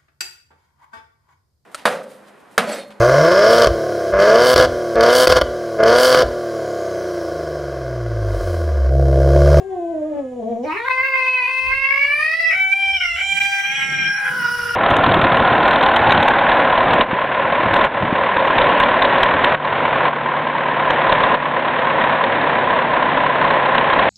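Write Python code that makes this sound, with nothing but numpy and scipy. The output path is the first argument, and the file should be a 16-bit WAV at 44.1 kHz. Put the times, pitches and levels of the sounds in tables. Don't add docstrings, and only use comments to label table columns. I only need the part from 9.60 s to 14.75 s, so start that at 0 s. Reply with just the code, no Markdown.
import sys
import numpy as np
from scipy import signal
from scipy.fft import rfft, irfft
from scipy.io import wavfile
from scipy.ndimage import uniform_filter1d, minimum_filter1d

SR = 44100
rng = np.random.default_rng(int(sys.argv[2]) if len(sys.argv) > 2 else 0)


def dump(signal):
    limited = np.clip(np.atleast_2d(signal).T, -1, 1)
    pcm = np.round(limited * 32767).astype(np.int16)
    wavfile.write(sys.argv[1], SR, pcm)


N = 227195
T = np.arange(N) / SR

# t/s, f/Hz
PITCH = [(0.0, 390), (0.025, 369), (0.055, 390.5), (0.13, 376), (0.19, 348.8), (0.27, 332.6),
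         (0.305, 340.7), (0.35, 315.5), (0.43, 299.6), (0.47, 315), (0.54, 289), (0.575, 290.4),
         (0.65, 258.4), (0.69, 254.2), (0.78, 242), (0.83, 215.9), (0.9, 238.5), (0.95, 224), (1.03, 252.3),
         (1.062, 310.7), (1.095, 305), (1.13, 329), (1.17, 448), (1.205, 468), (1.24, 482.4), (1.26, 530.2),
         (1.3, 513.2), (1.41, 520), (1.435, 536.5), (1.53, 526.9), (1.62, 517.8), (1.79, 508.7),
         (1.845, 494.7), (1.88, 517.3), (2.1, 522.3), (2.14, 536.5), (2.24, 540.2), (2.41, 560.1),
         (2.5, 575.9), (2.65, 623), (2.8, 666), (2.922, 646), (2.93, 756.4), (3.0, 766.3), (3.09, 764.8),
         (3.14, 786.3), (3.29, 782.5), (3.362, 782), (3.388, 709), (3.41, 763.6), (3.445, 698), (3.53, 682),
         (3.578, 682), (3.586, 764), (3.64, 784.7), (3.85, 793.6), (4.03, 791.2), (4.18, 818), (4.3, 804),
         (4.39, 792), (4.54, 808), (4.7, 817)]
# t/s, f/Hz, grip on the main one/0-1, level against the main one/dB
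LOW_VIBRATION = [(3.6, 408.5, 0.05, -76), (3.75, 403.4, 0.12, -28), (4.02, 395.8, 0.15, -17),
                 (4.06, 542.4, 0.14, -13), (4.3, 538.8, 0.92, -7.5), (4.5, 521.5, 0.08, -21.5),
                 (4.71, 504.3, 0.33, -2.5), (4.82, 487.5, 0.79, 16), (5.15, 475.2, 0.7, 13.5)]
# f/Hz, level/dB
TREMOR_RATES = [(5, -6), (25, 0), (70, 1.5), (130, -3), (250, -13), (700, -45), (3000, -79.5)]
# t/s, lowest tone/dB, overtones/dB
MOAN_LEVELS = [(0.0, -36, -34.5), (0.076, -31, -46.5), (0.13, -25.5, -28.5), (0.446, -27, -24.5),
               (0.518, -27, -29), (0.576, -26.5, -22), (0.71, -35, -33.5), (0.926, -27.5, -22.5),
               (1.02, -29.5, -29)]
# f/Hz, level/dB
WAVER_RATES = [(2, -26.5), (6, -0.5), (12, -2.5), (45, -13), (120, -27.5), (1000, -91)]
# t/s, left minus right/dB
PAN = [(0, 10), (.12, 0.5), (1.0, 0), (1.3, 0.5), (2.3, 1), (3.6, 1), (3.74, -7), (3.87, 0.5), (5.15, -0.5)]
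# t/s, pitch jitter/dB, air in the mouth/dB, hiss at the teeth/dB
STRAIN = [(0, -47, -56, -8), (.6, -44, -50, -6), (.95, -41, -46, -4), (1.3, -43, -42, -6),
          (2.2, -43, -40, -4), (2.75, -41.5, -34, -1), (3.05, -46, -38, -5), (3.45, -43, -27, 1),
          (3.7, -49, -23, 2), (3.9, -49, -20, 3), (4.02, -46, -16, 2), (4.15, -40, -16, 1),
          (4.45, -39, -14, 1), (4.58, -35, -10, 1), (4.72, -35, -9, 5), (4.85, -34, -5, 5)]
# f/Hz, level/dB
NOSE_COLOUR = [(700, -53.5), (1100, -32), (1400, -62.5), (1850, -45), (2250, -57.5), (2700, -55.5),
               (3400, -46.5), (3800, -55.5), (4500, -63.5), (9000, -81.5)]
# t/s, opening/0-1, second against first/dB, third against first/dB, treble peak/dB
MOUTH_MOVES = [(0, 0.05, -53, -66, -10), (.55, 0.05, -42.5, -47, 5), (.85, 0.03, -59, -48, 7),
               (1.02, 0.05, -53, -47, 20), (1.045, 0.11, -36, -25, -18), (1.075, 0.32, -25, -10, 19),
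               (1.105, 0.64, -9.5, -18, 12), (1.135, 0.65, -8, -6.5, 4), (1.2, 0.45, -1.5, -10, 14),
               (1.33, 0.56, 5, -6, 18), (1.6, 0.56, 7, 8.5, 15.5), (1.95, 0.54, -1, 14, 10.5),
               (2.3, 0.59, 15, 11.5, 18.5), (2.6, 0.57, 10.5, 6, 15), (2.85, 0.58, 24, -7, 20.5),
               (3.05, 1, 19, -11, -7), (3.3, 0.89, 20.5, 19.5, 3), (3.5, 0.8, 5.5, 3.5, 11),
               (3.72, 0.97, 22.5, 16, 0), (3.9, 0.93, 17, 3.5, 6), (4.2, 0.9, 6.5, -1.5, 11),
               (4.38, 0.96, 1.5, -4.5, -2), (4.55, 0.87, -9, -24, 2), (4.87, 0.78, -23, -23.5, 23),
               (5.15, 0.77, -23, -15, 21)]
# opening/0-1, first/Hz, second/Hz, third/Hz, treble peak/Hz
MOUTH_SHAPES = [(0, 510, 1720, 2300, 5970), (.5, 1044, 1773, 2352, 3830), (.62, 1090, 2204, 2550, 5310),
                (.8, 1410, 2100, 2830, 5250), (1, 1543, 2258, 3360, 5890)]
# f/Hz, level/dB
SWAY_RATES = [(1, -10), (5, 0), (14, -3), (40, -25), (300, -80)]
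# t/s, half length/s, jitter/0-1, air/0-1
BREAKS = [(.86, .08, .15, .2), (1.148, .018, .4, .55), (1.86, .05, .22, .25), (2.918, .035, .22, .3),
          (3.41, .035, .42, .25), (3.49, .05, .3, .15), (3.585, .035, .42, .3)]
# t/s, length/s, first f/Hz, middle f/Hz, last f/Hz, level/dB
WHINES = [(0, .36, 542.6, 514.5, 508, -53), (0.421, .27, 398, 428, 423.6, -54)]
# f/Hz, level/dB
WHINE_COLOUR = [(800, -7.5), (1250, 5), (1550, 1.5), (2100, -8.5), (2600, -14), (3100, -16), (4200, -29),
                (9000, -41)]
# f/Hz, level/dB
HUSH_COLOUR = [(20, -7.5), (50, -11), (95, 0.5), (150, -13), (400, -13.5), (1200, -29), (2500, -33.5),
               (4500, -38), (10500, -39), (12000, -53.5), (16000, -64)]
# t/s, level/dB
CHEST_LEVEL = [(1.06, -29.5), (1.24, -36.5), (1.63, -33.5), (1.81, -42), (3.14, -37), (3.3, -31),
               (3.52, -49), (3.59, -40), (3.91, -31), (4.51, -45), (4.66, -33.5), (4.84, -50.5),
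               (5.1, -39.5), (5.15, -48)]
# t/s, level/dB
CRY_LEVEL = [(1.06, -24.5), (1.1, -23.5), (1.24, -25.5), (1.33, -20.5), (1.7, -16), (1.99, -20.5),
             (2.2, -19), (2.43, -15.5), (2.8, -18), (2.88, -14.5), (3.1, -19.5), (3.3, -17), (3.52, -21),
             (3.85, -19), (4.2, -21), (4.55, -21), (4.77, -23), (5.15, -21.5)]
# t/s, level/dB
TREBLE_LEVEL = [(0, -77.5), (1.025, -72.5), (1.037, -51.5), (1.22, -46.5), (1.31, -42.5), (1.4, -48),
                (1.68, -41.5), (2.25, -45), (2.84, -37), (3.12, -43), (3.39, -43), (3.58, -41.5),
                (3.78, -36), (4.05, -39.5), (4.5, -45), (4.64, -44), (4.93, -37), (5.15, -38)]
# f/Hz, level/dB
TREBLE_COLOUR = [(3000, 18.5), (3500, 8.5), (3950, 9.5), (4900, 1), (6200, 3.5), (6650, -23), (7100, -7.5),
                 (7900, -8), (8250, -11), (8650, 5), (10200, -5.5), (11400, -7.5), (12500, -14),
                 (15500, -17.5)]
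# t/s, timing spread/ms
HOARSENESS = [(0, .005), (1.2, .009), (2.85, .012), (3.02, .004), (3.3, .004), (3.42, .02), (3.65, .006),
              (4.0, .008), (4.3, .018), (5.15, .03)]
# f/Hz, level/dB
SCATTER_RATES = [(20, -6), (150, 0), (350, -3), (900, -30), (3000, -70)]
# t/s, half length/s, gain/dB
LEVEL_BUMPS = [(1.286, 0.0035, 15), (1.312, 0.0086, 5.5), (1.397, 0.017, 6), (1.425, 0.01, -3.5),
               (1.455, 0.023, 3), (1.513, .012, -4), (2.125, 0.018, 3.5), (2.255, 0.014, 1.5),
               (2.785, 0.014, -5), (2.838, 0.0094, -2), (3.04, 0.022, 4), (3.09, 0.013, -1.5),
               (3.128, 0.011, 16), (3.27, .04, 1), (3.369, 0.008, 6), (3.77, 0.012, 3), (4.03, 0.016, -4),
               (4.47, 0.064, 4.5), (4.675, 0.022, 6.5), (4.855, 0.065, 5), (4.935, 0.0075, -4)]
# t/s, half length/s, gain/dB
DIPS = [(1.29, 0.0039, -17.5), (3.396, 0.011, -13.5), (3.798, 0.0037, -17)]
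# t/s, length/s, f/Hz, level/dB
THUDS = [(1.41, 0.029, 89.5, -51.5), (2.08, 0.071, 55, -36.5), (2.301, 0.31, 78, -54),
         (2.8, 0.22, 88.4, -56.5), (3.299, 0.27, 62, -44.5), (3.648, 0.22, 61.6, -52), (4.3, 0.18, 85, -51),
         (4.952, 0.18, 92.06, -44)]
# multiple of its pitch, level/dB
THUD_COLOUR = [(.25, -20), (.95, -3), (1.13, 0), (2, -22), (6, -55), (30, -93)]
# t/s, length/s, brightest f/Hz, level/dB
SIZZLES = [(1.44, 0.04, 14360, -57), (2.329, 0.14, 14050, -59), (2.556, 0.082, 9780, -50),
           (3.8, 0.28, 15000, -55), (4.103, 0.24, 9200, -56), (4.534, 0.13, 10300, -51.5),
           (4.67, 0.15, 10300, -47), (4.681, 0.25, 14800, -52), (4.915, 0.2, 10360, -44.5),
           (4.97, .14, 12450, -52)]
# multiple of its brightest pitch, level/dB
SIZZLE_COLOUR = [(.3, -36), (.7, -20), (.85, -11), (.94, -3), (1, 0), (1.06, -3), (1.17, -15), (1.6, -30)]
# t/s, half length/s, swing/share of the pitch
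FLUTTERS = [(1.55, 0.11, .008), (1.86, .09, 0.009), (2.33, 0.1, 0.016), (2.68, 0.12, 0.011)]
# t/s, length/s, level/dB
RUBS = [(2.01, 0.16, -55.5), (2.55, 0.45, -61.5), (3.75, 0.091, -47), (4.1, 0.15, -45.5),
        (4.32, 0.14, -36.5), (4.71, 0.14, -39.5), (4.9, 0.27, -47.5)]
# t/s, f/Hz, level/dB
EDGE = [(2.7, 6940, -71), (2.97, 6980, -60), (3.45, 7500, -62), (3.68, 7250, -40), (3.85, 7500, -44.5),
        (4.08, 7450, -57), (4.2, 7797, -47.5), (4.36, 7254, -52), (4.55, 7136, -60), (4.8, 7184, -60)]
# t/s, half length/s, typical lead or lag of the pitch/s
CRACKS = [(2.926, .04, .022), (3.582, .045, .03)]
# f/Hz, level/dB
FLIP_RATES = [(10, -14), (60, 0), (130, -2), (300, -25), (1500, -70)]
# t/s, f/Hz, width/Hz, level/dB
WHISTLE = [(2.9, 5230, 501, -120), (3.2, 5100, 499, -54.5), (3.37, 5440, 451.4, -39),
           (3.46, 5420, 449, -37), (3.6, 5700, 600, -52), (3.82, 5970, 548.6, -44),
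           (4.05, 5980, 446.8, -41.5), (4.25, 5750, 350, -40.5), (4.33, 5636, 230, -38),
           (4.48, 5510, 180, -33.5), (4.59, 5603, 200, -38), (4.67, 5370, 400, -62),
           (4.8, 5317, 403.5, -81)]

FIRST_WIDTH_SHARE, FIRST_WIDEST_HZ, SECOND_WIDTH_HZ, THIRD_WIDTH_HZ = 0.45, 426, 630, 364
SWAY_DB, NOSE_FADE_OPENING = 2.5, .075
BREAK_JITTER_DB, BREAK_AIR_DB, BREAK_HISS_DB = 16, 27, 4
LIPS_PART_S, LIPS_TIME_S = 1.02, 0.027
LOW_TONE_DB, LOW_JITTER_DB = 2.5, 3
TONE_LEFT_DB, WAVER_DB = 6, 1.1
PATCH_DB, PATCH_SPACING_HZ, PATCH_DRIFT_RAD = 4, 1250, 1.5
HIGH_HISS_DB, HIGH_HISS_GROWTH = -38.5, 0.64
REBOUND_AFTER_S, REBOUND_HALF_S, REBOUND_DB = 0.025, 0.019, 3.5
FLUTTER_HZ, FLUTTER_DB_PER_SWING = 56, 230
EDGE_WIDTH_HZ, EDGE_AIR_DB = 800, -6
ATTACK_S, RELEASE_S, SIZZLE_GRAIN_DB = 0.041, 0.055, 3
ROOM_T60_S, ROOM_DB, ROOM_BASS_HZ = 0.24, 5, 452
LIMIT_DB, LIMIT_S, TOP_HZ = -4, .004, 15800


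def amp(db):
    return 10 ** (np.asarray(db) / 20)


def curves(table, t=T):
    s, *columns = np.transpose(table)
    return [np.interp(t, s, c) for c in columns]


def bumps(rows):
    return sum(height * np.exp(-((T - s) / half) ** 2) for s, half, height in rows)


def swells(rows):
    return sum(amp(db) * np.exp(np.minimum(T - s, 0) / ATTACK_S - np.maximum(T - s - length, 0) / RELEASE_S)
               for s, length, db in rows)


def colour(points, hz):
    f, db = np.transpose(points)
    return amp(np.interp(np.log(hz + 1), np.log(f), db))


def resonance(hz, centre_hz, width_hz):
    return 1 / (1 + (2 * (hz - centre_hz) / width_hz) ** 2 / 2) ** 2


def moving_filter(x, gain, size=512):
    slicing = dict(fs=SR, nperseg=size, noverlap=size - size // 4)
    hz, t, slices = signal.stft(x, **slicing)
    return signal.istft(slices * gain(hz[:, None], t), **slicing)[1][..., :N]


def noise(points):
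    x = irfft(rfft(rng.standard_normal(N)) * colour(points, np.fft.rfftfreq(N, 1 / SR)), N)
    return x / x.std()


def wide_noise(points, side_db):
    side = amp(side_db) * noise(points)
    return noise(points) + np.array([side, -side])


def lean(db):
    return amp(np.array([db, -db]) / 2)


def room_response():
    t = T[:SR // 2]
    mid, side = rng.standard_normal((2, len(t))) * amp(-60 * t / ROOM_T60_S) * (t > .002)
    side = signal.sosfilt(signal.butter(2, ROOM_BASS_HZ, "high", fs=SR, output="sos"), side) * amp(-4.0)
    response = np.array([mid + side, mid - side]) * amp(ROOM_DB) / np.sqrt(2 * np.sum(mid ** 2))
    response[:, 0] += 1
    return response


def in_room(x, room, db, size=2205):
    stereo = signal.fftconvolve(x[None], room, axes=1)[:, :N]
    power = .8 * stereo.mean(axis=0) ** 2 + .2 * (stereo ** 2).mean(axis=0)
    slow_power = uniform_filter1d(uniform_filter1d(power, size), size)
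    return stereo * amp(db) / np.sqrt(np.abs(slow_power) + 1e-14)


def cat(room):
    tone, low_tone, overtones, hoarse, air = folds()
    opened = np.clip((T - LIPS_PART_S) / LIPS_TIME_S, 0, 1)
    open_levels = np.array(curves(CHEST_LEVEL) + curves(CRY_LEVEL))
    tone_db, cry_db = (1 - opened) * np.array(curves(MOAN_LEVELS)) + opened * open_levels
    treble_db, = curves(TREBLE_LEVEL)
    _, air_db, hiss_db = harshness()
    cry = moving_filter(overtones + amp(air_db) * air, mouth)

    rebounds = [(s + REBOUND_AFTER_S, REBOUND_HALF_S, REBOUND_DB) for s, _, _ in DIPS]
    dip_db = bumps(DIPS) + bumps(rebounds)
    swing_db = bumps(LEVEL_BUMPS) + dip_db + FLUTTER_DB_PER_SWING * flutter()
    swing_db += WAVER_DB * noise(WAVER_RATES)

    *_, low_db = curves(LOW_VIBRATION)
    main_share_db = -10 * np.log10(1 + amp(low_db) ** 2)
    low_share_db = 2 * (main_share_db + low_db) + LOW_TONE_DB
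    chest = (in_room(tone, room, tone_db + main_share_db + 0.72 * dip_db)
             + in_room(low_tone, room, tone_db + low_share_db))

    rasp = moving_filter(hoarse + amp(hiss_db) * air, teeth)
    shriek = moving_filter(hoarse + amp(hiss_db + EDGE_AIR_DB) * air, edge)
    upper = (in_room(cry, room, cry_db + swing_db - .8)
             + in_room(rasp, room, treble_db + .5 * swing_db - .4)
             + in_room(shriek, room, curves(EDGE)[-1])
             + in_room(whistle(), room, curves(WHISTLE)[-1])
             + high_hiss(treble_db + swing_db))
    pan_db, = curves(PAN)
    return chest * lean((1 - opened) * pan_db + opened * TONE_LEFT_DB) + upper * lean(pan_db)


def folds():
    hz, = curves(PITCH, T + bumps(CRACKS) * noise(FLIP_RATES))
    low_hz, _, _ = curves(LOW_VIBRATION)
    jitter_db, _, _ = harshness()
    phase = vibration(hz * (1 + flutter()), jitter_db)
    low_phase = vibration(low_hz, jitter_db + LOW_JITTER_DB)
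    spread_ms, = curves(HOARSENESS)
    slip = 2 * np.pi * hz * spread_ms / 1000 * noise(SCATTER_RATES)
    air = noise([(300, -8.5), (1100, -9.0), (1900, 13.0), (6200, -17.5), (7200, -24.5), (16000, -23)])
    air *= 1 + 0.097 * np.cos(phase)
    overtones, hoarse = closures(phase, low_phase), closures(phase + slip, low_phase)
    return np.cos(phase), np.cos(low_phase), overtones, hoarse, air


def vibration(hz, jitter_db):
    return 2 * np.pi * np.cumsum(hz * (1 + amp(jitter_db) * noise(TREMOR_RATES))) / SR


def pulses(phase, hz, shift=0, count=44):
    return sum(np.cos(k * phase + shift) * (k * hz < SR * .4) for k in range(1, count))


def closures(phase, low_phase):
    hz, = curves(PITCH)
    low_hz, grip, low_db = curves(LOW_VIBRATION)
    above = pulses(phase, hz, low_phase, count=12)
    below = pulses(phase, hz, -low_phase, count=12)
    main = pulses(phase, hz, count=32) - np.cos(phase) + grip * (above + amp(-6.5) * below)
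    low = pulses(low_phase, low_hz, count=24) - np.cos(low_phase)
    return (main + amp(low_db) * low) / np.sqrt(1 + amp(low_db) ** 2)


def harshness():
    jitter_db, air_db, hiss_db = curves(STRAIN)
    shaky = bumps([(s, half, jitter) for s, half, jitter, _ in BREAKS])
    airy = bumps([(s, half, air) for s, half, _, air in BREAKS])
    return (jitter_db + BREAK_JITTER_DB * shaky,
            air_db + BREAK_AIR_DB * airy,
            hiss_db + BREAK_HISS_DB * airy)


def mouth(hz, t):
    jaw, second_db, third_db, _ = curves(MOUTH_MOVES, t)
    first, second, third, _ = curves(MOUTH_SHAPES, jaw)
    return (resonance(hz, first, np.minimum(FIRST_WIDTH_SHARE * first, FIRST_WIDEST_HZ))
            + amp(second_db + SWAY_DB * sway(t)) * resonance(hz, second, SECOND_WIDTH_HZ)
            + amp(third_db + SWAY_DB * sway(t)) * resonance(hz, third, THIRD_WIDTH_HZ)
            + np.exp(-(jaw / NOSE_FADE_OPENING) ** 2) * colour(NOSE_COLOUR, hz))


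def sway(t):
    return np.interp(t, T, noise(SWAY_RATES))


def whine(room):
    out = 0
    for s, length, first, middle, last, db in WHINES:
        hz, = curves([(s - length / 2, 2 * first - middle), (s + length / 2, middle), (s + length, last)])
        buzz = pulses(vibration(hz, jitter_db=-46.0), hz, count=9)
        tone = moving_filter(buzz, lambda f, t: colour(WHINE_COLOUR, f))
        out = out + in_room(tone, room, db=0) * swells([(s, length, db)])
    return out


def hush():
    level_db = np.interp(T, [1.15, 1.35], [-51.5, -62.5])
    return wide_noise(HUSH_COLOUR, side_db=-12.5) * amp(level_db)


def teeth(hz, t):
    jaw, _, _, peak_db = curves(MOUTH_MOVES, t)
    *_, peak_hz = curves(MOUTH_SHAPES, jaw)
    patches = amp(PATCH_DB * np.cos(2 * np.pi * hz / PATCH_SPACING_HZ + PATCH_DRIFT_RAD * sway(t)))
    peak = 1 + amp(peak_db) * resonance(hz, peak_hz, width_hz=856)
    return colour(TREBLE_COLOUR, hz) * (hz > 2800) * patches * peak


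def high_hiss(treble_db):
    hiss = wide_noise([(3000, -48.5), (11500, -18.0), (13500, -8.5), (15500, -4.0), (18000, -25.5)],
                      side_db=-17.5)
    return hiss * amp(HIGH_HISS_DB + HIGH_HISS_GROWTH * treble_db + 3.1 * noise(WAVER_RATES))


def thud(s, length, hz, db):
    rumble = wide_noise([(hz * k, level) for k, level in THUD_COLOUR], side_db=-9.0)
    return rumble * swells([(s, length, db)])


def sizzle(s, length, hz, db):
    hiss = wide_noise([(hz * k, level) for k, level in SIZZLE_COLOUR], side_db=-6.5)
    grain = amp(SIZZLE_GRAIN_DB * noise([(20, 1.5), (300, -6), (3000, -37.5)]))
    return hiss * grain / np.sqrt(np.mean(grain ** 2)) * swells([(s, length, db)])


def flutter():
    return bumps(FLUTTERS) * np.sin(2 * np.pi * FLUTTER_HZ * T)


def rubs():
    rustle = wide_noise([(60, -17), (110, -6.5), (155, 9.5), (240, -2.5), (400, -8.5), (700, -14.0),
                         (3000, -34.5), (9000, -77.0)], side_db=-3.5)
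    return rustle * swells(RUBS)


def edge(hz, t):
    return resonance(hz, curves(EDGE, t)[0], EDGE_WIDTH_HZ)


def whistle():
    return moving_filter(rng.standard_normal(N), lambda hz, t: resonance(hz, *curves(WHISTLE, t)[:2]))


def scene():
    room = room_response()
    voices = cat(room) + whine(room)
    scuffle = rubs() + sum(thud(*row) for row in THUDS)
    return voices + scuffle + sum(sizzle(*row) for row in SIZZLES) + hush()


def record(dry):
    size = int(LIMIT_S * SR)
    gain = np.minimum(1, amp(LIMIT_DB) / (np.abs(dry).max(axis=0) + 1e-9))
    gain = uniform_filter1d(minimum_filter1d(gain, 2 * size), size)
    return signal.sosfilt(signal.ellip(10, .2, 80, TOP_HZ, fs=SR, output="sos"), dry * gain)


dry = scene()
out = record(dry)
dump(out)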